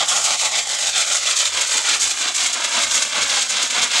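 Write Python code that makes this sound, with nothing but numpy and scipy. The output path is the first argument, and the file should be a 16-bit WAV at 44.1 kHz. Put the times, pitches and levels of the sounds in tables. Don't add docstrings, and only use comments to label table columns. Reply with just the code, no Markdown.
import sys
import numpy as np
from scipy import signal
from scipy.fft import rfft, irfft
from scipy.io import wavfile

SR = 44100
rng = np.random.default_rng(int(sys.argv[2]) if len(sys.argv) > 2 else 0)


def transcribe(signal):
    frames = np.atleast_2d(signal).T
    limited = np.clip(frames, -1, 1)
    pcm = np.round(limited * 32767).astype(np.int16)
    wavfile.write(sys.argv[1], SR, pcm)


N = 176400
T = np.arange(N) / SR

# f/Hz, relative level/dB
WIND_SPECTRUM = [(20, -19), (45, 2), (75, 6), (110, 1), (200, -9), (400, -18), (900, -43), (3000, -47)]
# t/s, level/dB before WIND_GAIN_DB
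GUSTS = [(0, -56), (.25, -60), (.6, -67), (.9, -60), (1.15, -65.5), (1.5, -56), (1.75, -62), (2.03, -56.5),
         (2.3, -64), (2.62, -67.5), (2.85, -53), (3.05, -61), (3.25, -51.5), (3.42, -66), (3.72, -60),
         (3.83, -55), (4, -63.5)]
WIND_GAIN_DB, WIND_LUMP_DB, WIND_LUMP_S, WIND_CORRELATION = 8, 2.5, .018, -0.81
# f/Hz, gain/dB
TREE_SPECTRUM = [(150, -6), (400, -13.5), (900, -30), (2000, -9.5), (4500, -23.5), (8500, -15),
                 (11500, -31)]
TREE_T60_S = 0.33

# f/Hz, width/Hz, gain/dB
HOLLOW_BANDS = [(130, 44, 2), (820, 81, 2), (973, 29, -20), (1250, 110, -1.5), (1560, 150, -6.5),
                (2600, 270, -3)]
HOLLOW_END_S, HOLLOW_FADE_S = 0.89, 0.4
# t/s, lag/ms
GROUND_LAG = [(0, .45), (.5, .65), (1, 1.06), (1.5, 1.57), (2, 2.11), (2.5, 2.67), (3, 3.21), (3.5, 3.69),
              (4, 4.18)]
OVERHEAD_LAG_MS, GROUND_HARDNESS, GROUND_PHASE_RAD = 9.2, 3.8, 1.4
GROUND_GAIN, GROUND_FADE_HZ, NEAR_FADE_HZ = 0.78, 3420, 7000
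# t/s, lag/ms, gain, bounce lag/ms, bounce gain
NEAR_ECHO = [(0, 1.55, .31, 2.7, .23), (.5, 1.61, .15, 2.69, .11), (1, 1.62, .2, 2.74, .08),
             (1.5, 1.62, .24, 3.05, .14), (2, 1.67, .29, 3.58, .1), (2.5, 1.78, .27, 4.02, .16),
             (3, 1.82, .35, 4.52, .22), (3.5, 1.83, .3, 4.94, .2), (4, 1.83, .21, 5.38, .2)]
# f/Hz, left minus right level/dB
PAIR_BALANCE = [(250, .3), (780, -.3), (1450, 0), (1880, 3), (2400, -.4), (2800, -.2), (3600, -2.2),
                (4300, 0), (4850, -.1), (5350, -1.1), (5850, -.1), (7000, -1.1), (8300, 0), (9600, -3.7),
                (10200, 0)]
# f/Hz, left lead/rad
PAIR_PHASE = [(1200, 0), (1550, .1), (1800, .18), (2100, -.36), (2750, -.14), (3200, -.19), (4000, .03),
              (5900, 0), (6550, -.14), (7600, 0), (9000, -.25), (9650, .2), (10300, 0)]
CUTOFF_HZ = 15000

# t/s, level/dB
CHUFFS = [(.155, -44), (.465, -41), (.595, -50), (1.0, -51.5), (1.76, -36.5), (2.258, -42.5), (2.66, -43.5),
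          (2.78, -38), (3.18, -37), (3.235, -38), (3.64, -39.5), (3.83, -37.5)]
CHUFF_HZ, CHUFF_OCTAVES, CHUFF_WIDTH_S = 310, 1, 0.0049
# relative level/dB of roar (low), rush (middle) and hiss (high)
STEADY_BURN_DB = [-9.5, -7.5, -6]
# t/s, half width/s, relative level/dB, extra roar/dB, extra hiss/dB
SWEEPS = [(0.018, 0.02, 1.3, 6.5, -11), (0.15, 0.047, -2.5, 6, 4.5), (0.3, 0.037, -0.5, 4.5, 2),
          (0.453, 0.023, -1.5, 4.5, -0.5), (0.567, 0.027, 2.1, 1, -1.8), (0.725, 0.041, -2, 0.2, 0.5),
          (0.853, 0.038, -0.3, -1.2, 0.0), (0.991, 0.0344, 3.5, -2.6, -2.5), (1.123, 0.037, 0.2, 0.1, 4),
          (1.283, 0.044, 0.4, -3, -2.5), (1.434, 0.034, 0.7, -3.5, -1.0), (1.594, 0.044, 0.4, -1.4, -1.5),
          (1.756, 0.035, -0.3, 1.3, -0.2), (1.908, 0.035, 3.5, -0.2, -2), (2.052, 0.0429, -2, -2, 4.5),
          (2.25, 0.039, 0.6, -0.2, -9), (2.431, 0.037, 2.3, -3.5, -0.7), (2.624, 0.055, -4, 3.7, -2.5),
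          (2.791, 0.045, 2.9, 0.5, -3.5), (2.976, 0.0557, -1.6, 0.2, 0.7), (3.195, 0.052, -0.2, 3.5, -6),
          (3.365, 0.05, 3, -1.5, -2.5), (3.595, 0.056, 1.6, -1.5, -4.5), (3.801, 0.046, 1.4, 2.8, -4.2),
          (3.975, 0.043, 5, -3.3, -6)]
# t/s, half width/s, relative level/dB, extra hiss/dB
FLARES = [(0.007, 0.0048, 1.5, -2.5), (0.098, 0.011, -2, 5.5), (0.167, 0.0062, 0.7, 1),
          (0.25, 0.017, -3.5, 4), (0.312, 0.0042, 2, -1.2), (0.407, 0.015, 1.2, 0.8),
          (0.458, 0.008, -1.5, 4.5), (0.562, 0.0074, -3.3, -8), (0.592, 0.0041, 3, -4),
          (0.703, 0.0059, -8, -4), (0.741, 0.0085, -4.0, -6), (0.796, 0.0064, -12.5, 8),
          (0.873, 0.0037, 4, -3), (1.015, 0.0038, -2.5, 9.5), (1.109, 0.007, -11, 1),
          (1.161, 0.011, -4, 5.8), (1.266, 0.0082, 3, -7), (1.312, 0.007, -2, 5), (1.374, 0.0078, 3.5, 2.8),
          (1.402, 0.01, 0, 4.3), (1.464, 0.0081, 0.5, 1.5), (1.616, 0.0053, 0.5, 5.5),
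          (1.676, 0.006, -8.5, 8), (1.719, 0.019, -2, 3.5), (1.777, 0.0042, 1, 4.5),
          (1.944, 0.0064, 5, -2.5), (2.015, 0.01, -6, 10), (2.037, 0.0068, -7, 12.5),
          (2.113, 0.0058, 1, 0.3), (2.211, 0.0173, -9.5, 8), (2.282, 0.0059, 2.8, -3.5),
          (2.357, 0.0081, -3.5, 5.5), (2.466, 0.004, 0.1, 5.5), (2.539, 0.0055, -2, 5.5),
          (2.65, 0.005, 2.5, -0.5), (2.833, 0.0092, -1.5, 4.3), (2.914, 0.0071, 0, -1),
          (2.952, 0.022, -2.5, 6.2), (3.028, 0.0059, 2, 1), (3.227, 0.011, 2, 1), (3.303, 0.005, 3.5, -5.2),
          (3.421, 0.0069, -2, 5.5), (3.506, 0.011, -5, 5), (3.575, 0.015, -8, -19),
          (3.627, 0.0051, 4, -0.5), (3.708, 0.004, 0.7, -1), (3.832, 0.01, 1, 1.3), (3.913, 0.0058, -9, -4)]
SWEEP_EXPONENT, FLARE_ROAR_DB = 2.61, -11.5
LULL_DB, LULL_LEAD_S, LULL_WIDTH_S = -1.8, .017, 0.0056
# f/Hz, relative level/dB
JET_SPECTRUM = [(60, -34), (110, -24.5), (160, -20), (250, -14), (390, -17), (600, -5), (1000, -5.5),
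                (1220, -3), (1680, -3.5), (1840, -6.5), (2130, -1), (2900, -2), (3450, 1), (4100, -2),
                (5800, -3), (6600, 0.5), (7400, -0.5), (8150, -4), (10000, -17.5), (12000, -27.5),
                (14900, -46)]
JET_DB, ROAR_EDGE_HZ, HISS_EDGE_HZ = -19, 2200, 5200
CRACKLE_DB, CRACKLE_PER_S, CRACKLE_SPREAD_DB = -5.5, 2500, 1.5
SPUTTER_DB, SPUTTER_S = 0.96, 0.0018
BAND_SPUTTER_DB, BAND_SPUTTER_S = [1, 0.98, 1.17], 0.0041


def amp(db):
    return 10 ** (np.asarray(db) / 20)


def unit_rms(x):
    return x / np.sqrt(np.mean(x ** 2) + 1e-20)


def at_hz(points, hz):
    f, value = np.transpose(points)
    return np.interp(np.log(hz + 1), np.log(f + 1), value)


def at_time(rows, t):
    times, *columns = np.transpose(rows)
    return [np.interp(t, times, column) for column in columns]


def filtered(x, gain):
    return irfft(rfft(x) * gain(np.fft.rfftfreq(N, 1 / SR)), N)


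def bell(x, centre, width):
    return np.exp(-.5 * np.minimum(((x - centre) / width) ** 2, 60))


def wobble(seconds):
    return unit_rms(filtered(rng.standard_normal(N), lambda hz: bell(2 * np.pi * hz, 0, 1 / seconds)))


def wind():
    left, other = rng.standard_normal((2, N))
    right = WIND_CORRELATION * left + np.sqrt(1 - WIND_CORRELATION ** 2) * other
    buffets = np.array([left, right]) * amp(WIND_LUMP_DB * wobble(WIND_LUMP_S))
    rumble = unit_rms(filtered(buffets, lambda hz: amp(at_hz(WIND_SPECTRUM, hz))))
    return rumble * amp(WIND_GAIN_DB + at_time(GUSTS, T)[0])


def far_trees(x):
    tails = rng.standard_normal((2, N)) * amp(-60 * T / TREE_T60_S)
    wash = np.array([signal.fftconvolve(x, tail / np.linalg.norm(tail))[:N] for tail in tails])
    return filtered(wash, lambda hz: amp(at_hz(TREE_SPECTRUM, hz)))


def ground_skim(hz, t):
    colour_db = sum(db * bell(hz, centre, width) for centre, width, db in HOLLOW_BANDS)
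    still_low = .5 * (1 - np.tanh((t - HOLLOW_END_S) / HOLLOW_FADE_S))
    return amp(colour_db * still_low)


def across_field(x):
    hz, t, spectra = signal.stft(x, SR, nperseg=1024, noverlap=768)
    hz = hz[:, None]
    khz = hz / 1000 + 1e-3
    delay = lambda ms: np.exp(-2j * np.pi * khz * ms)
    ground_lag, = at_time(GROUND_LAG, t)
    sin_elevation = ground_lag / OVERHEAD_LAG_MS
    impedance = 1 + GROUND_HARDNESS * khz ** -.75 * np.exp(-1j * GROUND_PHASE_RAD)
    reflection = (impedance * sin_elevation - 1) / (impedance * sin_elevation + 1)
    ground = GROUND_GAIN * reflection * np.exp(-hz / GROUND_FADE_HZ) * delay(ground_lag)
    near_lag, near_gain, bounce_lag, bounce_gain = at_time(NEAR_ECHO, t)
    near = (near_gain * delay(near_lag) + bounce_gain * delay(bounce_lag)) * np.exp(-hz / NEAR_FADE_HZ)
    paths = (1 + ground + near) * ground_skim(hz, t)
    paths /= np.sqrt(np.mean(abs(paths) ** 2, axis=1, keepdims=True))
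    return signal.istft(spectra * paths, SR, nperseg=1024, noverlap=768)[1][:N]


def microphone_pair(x):
    side = np.array([[.5], [-.5]])
    balanced = filtered(x, lambda hz: amp(side * at_hz(PAIR_BALANCE, hz)))
    return filtered(balanced, lambda hz: np.exp(1j * side * at_hz(PAIR_PHASE, hz)))


def chuffs():
    low_band = lambda hz: bell(np.log2(hz + 1), np.log2(CHUFF_HZ), CHUFF_OCTAVES)
    gas = unit_rms(filtered(rng.standard_normal(N), low_band))
    return gas * sum(amp(db) * bell(T, t, CHUFF_WIDTH_S) for t, db in CHUFFS)


def turn_power():
    power = amp(STEADY_BURN_DB)[:, None] ** 2 * np.ones(N)
    lulls = np.zeros(N)
    for t, width, db, roar_db, hiss_db in SWEEPS:
        sweep = np.exp(-.5 * abs((T - t) / width) ** SWEEP_EXPONENT)
        power += amp([[db + roar_db], [db], [db + hiss_db]]) ** 2 * sweep
    for t, width, db, hiss_db in FLARES:
        power += amp([[db + FLARE_ROAR_DB], [db], [db + hiss_db]]) ** 2 * bell(T, t, width)
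        lulls += bell(T, t - LULL_LEAD_S, LULL_WIDTH_S)
    return power * amp(LULL_DB * lulls) ** 2


def jets():
    onsets = rng.random(N) < CRACKLE_PER_S / SR
    shocks = onsets * amp(CRACKLE_SPREAD_DB * np.minimum(rng.exponential(1, N), 5))
    gas = rng.standard_normal(N) + amp(CRACKLE_DB) * unit_rms(shocks - shocks.mean())
    roar = filtered(gas, lambda hz: 1 / (1 + (hz / ROAR_EDGE_HZ) ** 5))
    hiss = filtered(gas, lambda hz: 1 - 1 / (1 + (hz / HISS_EDGE_HZ) ** 8))
    rush = gas - roar - hiss
    bands = zip([roar, rush, hiss], turn_power(), BAND_SPUTTER_DB)
    swept = sum(band * np.sqrt(power) * amp(db * wobble(BAND_SPUTTER_S)) for band, power, db in bands)
    sputtering = swept * amp(SPUTTER_DB * wobble(SPUTTER_S))
    colour = lambda hz: amp(at_hz(JET_SPECTRUM, hz)) * hz ** 2 / (hz ** 2 + 70 ** 2)
    return amp(JET_DB) * unit_rms(filtered(sputtering, colour))


def scene():
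    wheel = jets() + chuffs()
    return microphone_pair(across_field(wheel)) + far_trees(wheel) + wind()


def record(dry):
    lowpass = signal.firwin(511, CUTOFF_HZ, window=("kaiser", 9), fs=SR)
    return signal.oaconvolve(dry, lowpass[None], "same")


dry = scene()
out = record(dry)
transcribe(out)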